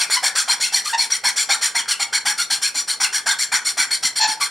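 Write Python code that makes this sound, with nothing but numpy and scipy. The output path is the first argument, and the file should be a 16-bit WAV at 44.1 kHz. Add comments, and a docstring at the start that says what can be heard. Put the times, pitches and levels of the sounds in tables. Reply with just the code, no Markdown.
"""A steel hand file rasps to and fro, eight strokes a second, over the edge of a wooden block held on a knee.
Each stroke mixes clicks of two crossing tooth rows, at a rate that follows the hand's speed, with noise of
tearing fibres; resonances of wood and steel colour both. Stick-slip tones make squeaks and chirps, decaying
noise makes taps, and low oscillations make bumps on the knee. A close microphone hears it in a small
basement workshop: noise tails give the room's echo, and filtered noise a faint low rumble."""
import sys
import numpy as np
from scipy import signal
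from scipy.fft import rfft, irfft, next_fast_len
from scipy.io import wavfile

SR = 44100
rng = np.random.default_rng(int(sys.argv[2]) if len(sys.argv) > 2 else 0)


def pcm_store(signal):
    """Save signal as 16-bit PCM."""
    levels = np.round(np.clip(np.atleast_2d(signal), -1, 1) * 32767)
    wavfile.write(sys.argv[1], SR, levels.astype(np.int16).T)


N = 198538
SIZE = 10240  # samples given to one event

# resonances of the block and the low ones of the blade: f/Hz, half-power width/Hz, level over the spectrum/dB
WOOD_MODES = [(450, 50, 3), (880, 110, 7), (1150, 60, 2), (1440, 100, 7), (1620, 120, 6), (2170, 220, 6)]
# bending modes of the blade, damped by hand and block: f/Hz, half-power width/Hz, level over the spectrum/dB
STEEL_MODES = [(3169, 77, 15), (3440, 197, 13), (4287, 107, 18.5), (4810, 160, -9), (5658, 85, 19),
               (7155, 71, 20.5), (9050, 260, 5)]
# smooth spectrum of teeth knocking on wood: f/Hz, relative level per Hz/dB
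CHATTER_SPECTRUM = [(100, -66), (350, -12), (620, -18.5), (820, 0), (1200, 3.5), (1700, 4.5), (2400, 3),
                    (3000, -25.5), (4500, -21), (9000, -66)]
# forward strokes, which cut: start t/s, length/s, nominal level/dB, bite (chatter relative to that level)/dB
PUSHES = [(-.03, 0.12, -15.5, -8), (0.221, .11, -14, -7.5), (0.472, .112, -15, -7), (0.716, .13, -15, -12),
          (.969, .13, -17, -10.5), (1.231, 0.11, -14.5, -4.5), (1.483, .11, -14.5, -3),
          (1.742, 0.1, -15.5, -3), (1.988, 0.09, -17, -6), (2.246, 0.11, -14, -5.5),
          (2.494, .11, -14.5, -12), (2.737, 0.12, -17.5, -13), (2.995, .11, -14.5, -6),
          (3.254, 0.12, -15, -1), (3.511, .11, -15, -2), (3.764, 0.12, -14, -4.5), (4.02, .102, -15, -8.5),
          (4.262, 0.12, -19, -9.5)]
# return strokes, which skate: start t/s, length/s, nominal level/dB, bite (chatter relative to that level)/dB
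PULLS = [(.092, 0.12, -14.5, -7.5), (0.345, 0.12, -14.5, -7), (0.593, 0.13, -15.5, -10),
         (0.836, 0.13, -21.5, -13), (1.093, .12, -18.5, -8), (1.353, 0.13, -15.5, -8.5),
         (1.605, 0.12, -15.5, -8), (1.873, .1, -15.5, -8.5), (2.121, 0.091, -15, -5),
         (2.369, .11, -18, -9.5), (2.609, 0.12, -16.5, -10.5), (2.869, .11, -17, -11.5),
         (3.119, 0.11, -17, -7), (3.379, 0.11, -16.5, -9.5), (3.641, 0.11, -15.5, -10.5),
         (3.9, .1, -16.5, -8), (4.151, .072, -16, -12), (4.394, .11, -17.5, -7)]


def amp(db):
    """Level to amplitude: 20 dB is a factor of ten."""
    return 10 ** (np.asarray(db) / 20)


def unit(x):
    """Power normalization: scale to rms 1."""
    return x / np.sqrt(np.mean(x ** 2) + 1e-20)


def along(points, hz):
    """Logarithmic frequency scale: interpolate (f/Hz, value) points along it."""
    f, v = np.transpose(points)
    return np.interp(np.log(hz + 1), np.log(f + 1), v)


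def wobble(rate, size):
    """Band-limited random fluctuation: Gaussian knots, `rate` a second, joined by straight lines."""
    place = np.arange(size) * (rate / SR)
    i = place.astype(int)
    fraction = place - i
    knots = rng.standard_normal(size // 8)
    return knots.take(i, mode="wrap") * (1 - fraction) + knots.take(i + 1, mode="wrap") * fraction


def filtered(x, response):
    """Linear filtering: multiply the spectrum of x by a response of frequency."""
    m = next_fast_len(N + SR // 4)
    return irfft(rfft(x, m) * response(np.fft.rfftfreq(m, 1 / SR)), m)[..., :N]


def add(track, s, x):
    """Superposition: mix x into the track from time s, cut at the track's ends."""
    i = round(s * SR)
    part = x[..., max(-i, 0):max(N - i, 0)]
    track[..., max(i, 0):max(i, 0) + part.shape[-1]] += part


def rumble():
    """Broadband noise filtered to the basement's low rumble, as separate mid and side at rms 1."""
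    # the rumble's spectrum: f/Hz, relative level/dB
    rumble_spectrum = [(15, -45), (25, -8.5), (270, 5), (348, 1), (413, 8.5), (600, 3), (780, 8),
                       (1320, -120)]
    noise = filtered(rng.standard_normal((2, N)), lambda hz: amp(along(rumble_spectrum, hz)))
    return unit(noise[0]), unit(noise[1])


def workshop(x, wet_db):
    """Reverberation: direct sound plus a short noise tail from shelves and walls, new as the hands move."""
    # decay of the room: f/Hz, time to fall by 60 dB/s
    decay_times = [(150, 0.78), (1000, 0.43), (4000, 0.24), (8000, 0.22), (15000, 0.19)]
    hz = np.fft.rfftfreq(256, 1 / SR)
    t = np.arange(SIZE // 128) * 128 / SR
    noise = rng.standard_normal((2, len(hz), 2 * len(t))).view(complex)
    fading = noise * amp(-60 * t / along(decay_times, hz)[:, None])
    tail = signal.istft(fading, nperseg=256)[1]
    tail *= 1 - np.exp(-np.arange(tail.shape[1]) / SR / 0.0007)  # soft onset
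    mid_side = amp(wet_db) * tail / np.linalg.norm(tail[0])
    mid_side[0, 0] += 1  # the direct sound, in the mid only
    return signal.fftconvolve(x[None], mid_side, axes=1)


def stereo(track):
    """Mid-side stereophony: the rumble joins the room's mid and side, then a slight left-right lean."""
    # the room's width: f/Hz, gain of its side signal/dB
    side_gain = [(100, -48), (400, -14), (1300, -7), (4000, -10.5), (8500, -5), (12000, -36), (16000, -30)]
    # the lean: f/Hz, left minus right/dB
    left_lean = [(200, 0), (600, -.6), (1300, .1), (2400, 1), (8500, 1.2), (11000, 0)]
    rumble_mid, rumble_side = rumble()
    mid = track[0] + amp(-55.0) * rumble_mid
    side = filtered(track[1], lambda hz: amp(along(side_gain, hz))) + amp(-69) * rumble_side
    left_right = np.array([mid + side, mid - side])
    return filtered(left_right, lambda hz: amp(np.outer([.5, -.5], along(left_lean, hz))))


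def body(x, spectrum, modes, vary_db, detune):
    """Modal resonance, causal and at equal power; grip and contact point shift the modes a little each time."""
    hz = np.fft.rfftfreq(SIZE, 1 / SR)
    power = np.ones(len(hz))
    for centre, width, db in modes:
        offset = 2 * (hz - centre * (1 + detune * rng.normal())) / width
        power += amp(db + vary_db * rng.normal()) ** 2 / (1 + offset ** 2)
    # folding the cepstrum forward gives the minimum-phase response
    cepstrum = irfft(np.log(amp(along(spectrum, hz)) * np.sqrt(power)))
    cepstrum[1:SIZE // 2] *= 2
    cepstrum[SIZE // 2 + 1:] = 0
    response = np.exp(rfft(cepstrum))
    return unit(irfft(rfft(x) * response)) * np.sqrt(np.mean(x ** 2))


def sliding(x, u, spectrum, modes, vary_db, detune):
    """Moving excitation point: along the blade, the modes answer differently early and late in a stroke."""
    turn = np.pi / 2 * np.clip(2 * u - .4, 0, 1)  # equal-power crossfade
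    early = body(x * np.cos(turn), spectrum, modes, vary_db, detune)
    late = body(x * np.sin(turn), spectrum, modes, vary_db, detune)
    return early + late


def tap():
    """Impact: a decaying noise burst knocks steel on the block and rings both; peak 1."""
    t = np.arange(SIZE) / SR
    burst = rng.standard_normal(SIZE) * np.exp(-t / .002)
    knock = body(burst, CHATTER_SPECTRUM, WOOD_MODES + STEEL_MODES, vary_db=2, detune=.01)
    return knock / np.abs(knock).max()


def taps():
    """Repeated impacts: the file touches down on the block."""
    # touchdowns: t/s, peak level of the direct knock/dB
    touchdowns = [(0.099, -17), (0.477, -23), (1.858, -26)]
    track = np.zeros((2, N))
    for s, db in touchdowns:
        add(track, s, workshop(amp(db) * tap(), wet_db=-3))
    return track


def squeak(length, hz, overtone_db, slide=0):
    """Stick-slip friction locks onto one bending mode; the tone swells, stutters and rings out."""
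    t = np.arange(SIZE) / SR
    swell = np.sin(np.pi / 2 * np.clip(t / (0.47 * length), 0, 1)) ** 2
    fade = np.exp(-np.maximum(t - 0.92 * length, 0) / (0.3 * length))
    grip = swell * fade * amp(3 * wobble(250, size=SIZE))
    pitch = hz * (1 + slide * t) + 45 * wobble(500, size=SIZE)
    phase = 2 * np.pi * np.cumsum(pitch) / SR
    overtones = sum(np.sin(k * phase) * (2 / k) ** 1.3 for k in range(2, 10) if k * hz < 9000)
    return grip * (np.sin(phase) + amp(overtone_db + 3.3 * wobble(470, size=SIZE)) * overtones)


def squeaks():
    """Stick-slip oscillation: now and then the blade catches and sings out."""
    # catches: t/s, length/s, f/Hz, relative level/dB, overtone level/dB
    catches = [(0.158, .029, 1001, -23.5, -2.5), (0.493, 0.016, 4180, -14.5, -12),
               (0.741, 0.011, 4305, -18, -11), (0.851, 0.028, 1213, -29.5, -9),
               (.926, 0.027, 917, -17.5, -2), (0.982, 0.033, 4330, -16.5, -27),
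               (1.118, 0.011, 5730, -15, -14), (2.381, 0.031, 1408, -26, -9), (4.181, 0.087, 881, -21, -6),
               (4.192, 0.054, 4305, -18, -30), (4.403, 0.028, 1140, -23.5, -2)]
    track = np.zeros((2, N))
    for s, length, hz, db, overtone_db in catches:
        add(track, s, workshop(amp(db + 2.0) * squeak(length, hz, overtone_db), wet_db=-9))
    return track


def chirp(when):
    """Faint stick-slip, by chance, at share `when` of a stroke: it rises as the hand speeds up, else falls."""
    chance, lowest_hz, highest_hz = .7, 1506, 6000
    hz = np.exp(rng.uniform(np.log(lowest_hz), np.log(highest_hz)))
    slide = 5 * np.sign(.3 - when)  # share of the pitch per second
    return (rng.random() < chance) * squeak(length=0.031, hz=hz, overtone_db=-10, slide=slide)


def bump(hz, attack, decay):
    """Damped oscillation: the cloth-damped block swings for a few cycles."""
    t = np.arange(SIZE) / SR
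    phase = 2 * np.pi * np.cumsum(hz * (1 + 0.084 * wobble(86, size=SIZE))) / SR
    return (1 - np.exp(-t / attack)) * np.exp(-t / decay) * (np.sin(phase) + 0.38 * np.sin(0.546 * phase))


def dig(low_hz, high_hz, length):
    """Frequency and amplitude modulation: the first slow teeth rip a short, rough, rising note."""
    u = np.clip(np.arange(SIZE) / SR / length, 0, 1)
    rise = low_hz + (high_hz - low_hz) * np.sin(np.pi / 2 * u)
    rate = rise * (1 + 0.098 * wobble(389, size=SIZE))
    roughness = amp(3.5 * wobble(400, size=SIZE))
    return np.sin(np.pi * u) * roughness * np.sin(2 * np.pi * np.cumsum(rate) / SR)


def take_hold():
    """Onset transients: teeth dig in at every turn, lower and softer on a pull; a push also rocks the block."""
    # dig levels add to stroke level and bite; they fade as the edge wears smooth
    push_dig_db, pull_dig_db, dig_fade_db_per_s, dig_delay_s = -2.5, -18.5, -2.5, .004
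    # the block rocks on the knee, more as the filing goes on
    bump_db, bump_growth_db_per_s, bump_delay_s = -43.5, 2.5, 0.02117
    track = np.zeros((2, N))
    for s, _, db, bite_db in PUSHES:
        rip_db = db + bite_db + push_dig_db + dig_fade_db_per_s * s
        rip = amp(rip_db) * dig(low_hz=650, high_hz=979, length=0.0324)
        rock = amp(bump_db + bump_growth_db_per_s * s) * bump(hz=267.0, attack=0.005, decay=0.014)
        add(track, s + dig_delay_s, workshop(rip, wet_db=-6.5))
        add(track, s + bump_delay_s, workshop(rock, wet_db=-16))
    for s, _, db, bite_db in PULLS:
        rip_db = db + bite_db + pull_dig_db + dig_fade_db_per_s * s
        rip = amp(rip_db) * dig(low_hz=274, high_hz=657, length=0.0166)
        add(track, s, workshop(rip, wet_db=-9.5))
    return track


def pulses(rate_hz, jitter, scatter_db):
    """Impulse train: one click, of uneven size, each time the running phase passes a whole number."""
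    phase = np.cumsum(rate_hz * (1 + jitter * wobble(500, size=SIZE))) / SR
    at = np.flatnonzero(np.diff(np.floor(phase)) > 0)
    clicks = np.zeros(SIZE)
    clicks[at] = amp(scatter_db * rng.standard_normal(SIZE))[at]
    mean_size = np.exp(np.log(amp(scatter_db)) ** 2 / 2)
    return clicks - mean_size * rate_hz / SR  # the steady part of the push makes no sound


def double_cut_teeth(speed, tooth_hz):
    """Tooth-passing frequency: two crossing rows of different spacing click at rates set by the speed."""
    rate = tooth_hz * speed ** .8 * (1 + .05 * wobble(45, size=SIZE))
    upcut = pulses(rate, jitter=.055, scatter_db=2.2)
    overcut = .7 * pulses(rng.uniform(.66, .8) * rate, jitter=.065, scatter_db=2.2)
    # the rows take turns to bite as the file rolls a little
    roll = 1.1 * wobble(70, size=SIZE) + np.pi / 4
    return upcut * np.abs(np.cos(roll)) + overcut * np.abs(np.sin(roll))


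def shaped(x, force):
    """Amplitude modulation: x under a force envelope, with that envelope's power."""
    return unit(x * force) * np.sqrt(np.mean(force ** 2))


def stroke(length, skew, tooth_hz, rasp_db, chatter_db, fizz_db, thump_db):
    """Friction excitation: as the hand speeds up and slows, tooth pitch arches and the cutting swells with it."""
    # smooth spectra of rasp, fizz and knee thump: f/Hz, relative level per Hz/dB
    rasp_spectrum = [(400, -27), (900, -42), (1800, 0.5), (3000, -0.5), (3800, -0.5), (4700, 8.5),
                     (6300, 4), (7600, 0.5), (8600, -42.5), (12000, -14.5)]
    fizz_spectrum = [(4000, -33), (7300, -11), (8400, 3.5), (9300, 0.5), (10000, -2.5), (11000, -4),
                     (12000, -12), (14000, -17.5), (16000, -31)]
    thump_spectrum = [(30, -64), (80, -40), (115, 0), (200, -6), (265, -0.5), (340, -11), (450, -20.5),
                      (900, -20.5)]
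    # the teeth take this long to seat; the treble needs longer
    seat_s, fizz_seat_s = 0.004, 0.0058
    ease_db = 4  # the hand leans on the file at first and eases off by this much towards the end

    t = np.arange(SIZE) / SR
    u = np.clip(t / length, 0, 1)  # share of the stroke done
    speed = np.abs(np.sin(np.pi * u ** skew))  # skew under 1: fastest early
    grain = amp(.5 * wobble(130, size=SIZE))
    fibres = rng.standard_normal(SIZE) * amp(2.66 * wobble(3000, size=SIZE))  # clumps of tiny snaps
    teeth = double_cut_teeth(speed, tooth_hz)
    pressure = (1 - np.exp(-t / seat_s)) * amp(ease_db * (0.4675 - u))
    fizz_pressure = 1 - np.exp(-t / fizz_seat_s)

    def cut(tooth_share, drive, weight):
        """Saturating force: clicks mix with tearing fibres; cut depth levels off at speed and follows the grain."""
        force = weight * np.tanh(2 * drive) * grain * amp(.7 * wobble(200, size=SIZE))
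        mix = tooth_share * shaped(teeth, force) + (1 - tooth_share) * shaped(fibres, force)
        return shaped(mix, force)

    # even a slow tooth knocks the block; only a fast one tears out treble
    knocks = cut(.62, speed ** 1.4, pressure)
    chatter = body(knocks, CHATTER_SPECTRUM, WOOD_MODES, vary_db=3, detune=.025)
    tearing = cut(.4, speed ** 1.9, pressure)
    rasp = sliding(tearing, u, rasp_spectrum, STEEL_MODES, vary_db=2, detune=.008)
    treble = cut(.3, speed ** 2.1, fizz_pressure)
    fizz = body(treble, fizz_spectrum, STEEL_MODES, vary_db=3, detune=.015)
    # the block drags on the knee as the stroke takes hold
    drag = shaped(fibres, speed ** 0.15 * np.exp(-1.5 * u))
    thump = body(drag, thump_spectrum, [], vary_db=0, detune=0)
    # a fixed trim balances each layer
    cutting = amp(rasp_db - 6.5) * rasp + amp(chatter_db - 5.0) * chatter
    return cutting + amp(fizz_db - 2.5) * fizz + amp(thump_db - 4.5) * thump


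def filing(strokes, skew, tooth_hz, fizz_db, thump_db):
    """Periodic excitation: strokes of one kind, each with its chance of a chirp while the hand is fast."""
    chirp_db = -9.5  # relative to the stroke's nominal level
    track = np.zeros((2, N))
    for s, length, db, bite_db in strokes:
        cut = stroke(length, skew, tooth_hz, db, db + bite_db, db + fizz_db, db + thump_db)
        add(track, s, workshop(cut, wet_db=-8))
        when = rng.uniform(.12, .38)
        add(track, s + when * length, workshop(amp(db + chirp_db) * chirp(when), wet_db=-5))
    return track


def scene():
    """Superposition of pushes, pulls, one jam, squeaks and taps in the room, over a faint rumble."""
    # tooth_hz is the nominal top tooth rate; fizz and thump are relative to the stroke's level
    track = filing(PUSHES, skew=.62, tooth_hz=2237, fizz_db=-8, thump_db=-33)
    track += filing(PULLS, skew=.62, tooth_hz=2211, fizz_db=-6.5, thump_db=-36.5)
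    # once the file jams and judders slowly over the edge
    jam_at_s, jam_s, jam_db, jam_bite_db = 4.187, 0.1, -15, -12.5
    jam = [(jam_at_s, jam_s, jam_db, jam_bite_db)]
    track += filing(jam, skew=0.94, tooth_hz=905, fizz_db=-33, thump_db=-48)
    track += take_hold() + squeaks() + taps()
    return stereo(track)


def record(dry):
    """Band limitation: a low-pass filter removes everything above its top frequency."""
    top_hz = 15800
    return filtered(dry, lambda hz: np.clip((top_hz - hz) / 100, 0, 1))


dry = scene()
out = record(dry)
pcm_store(out)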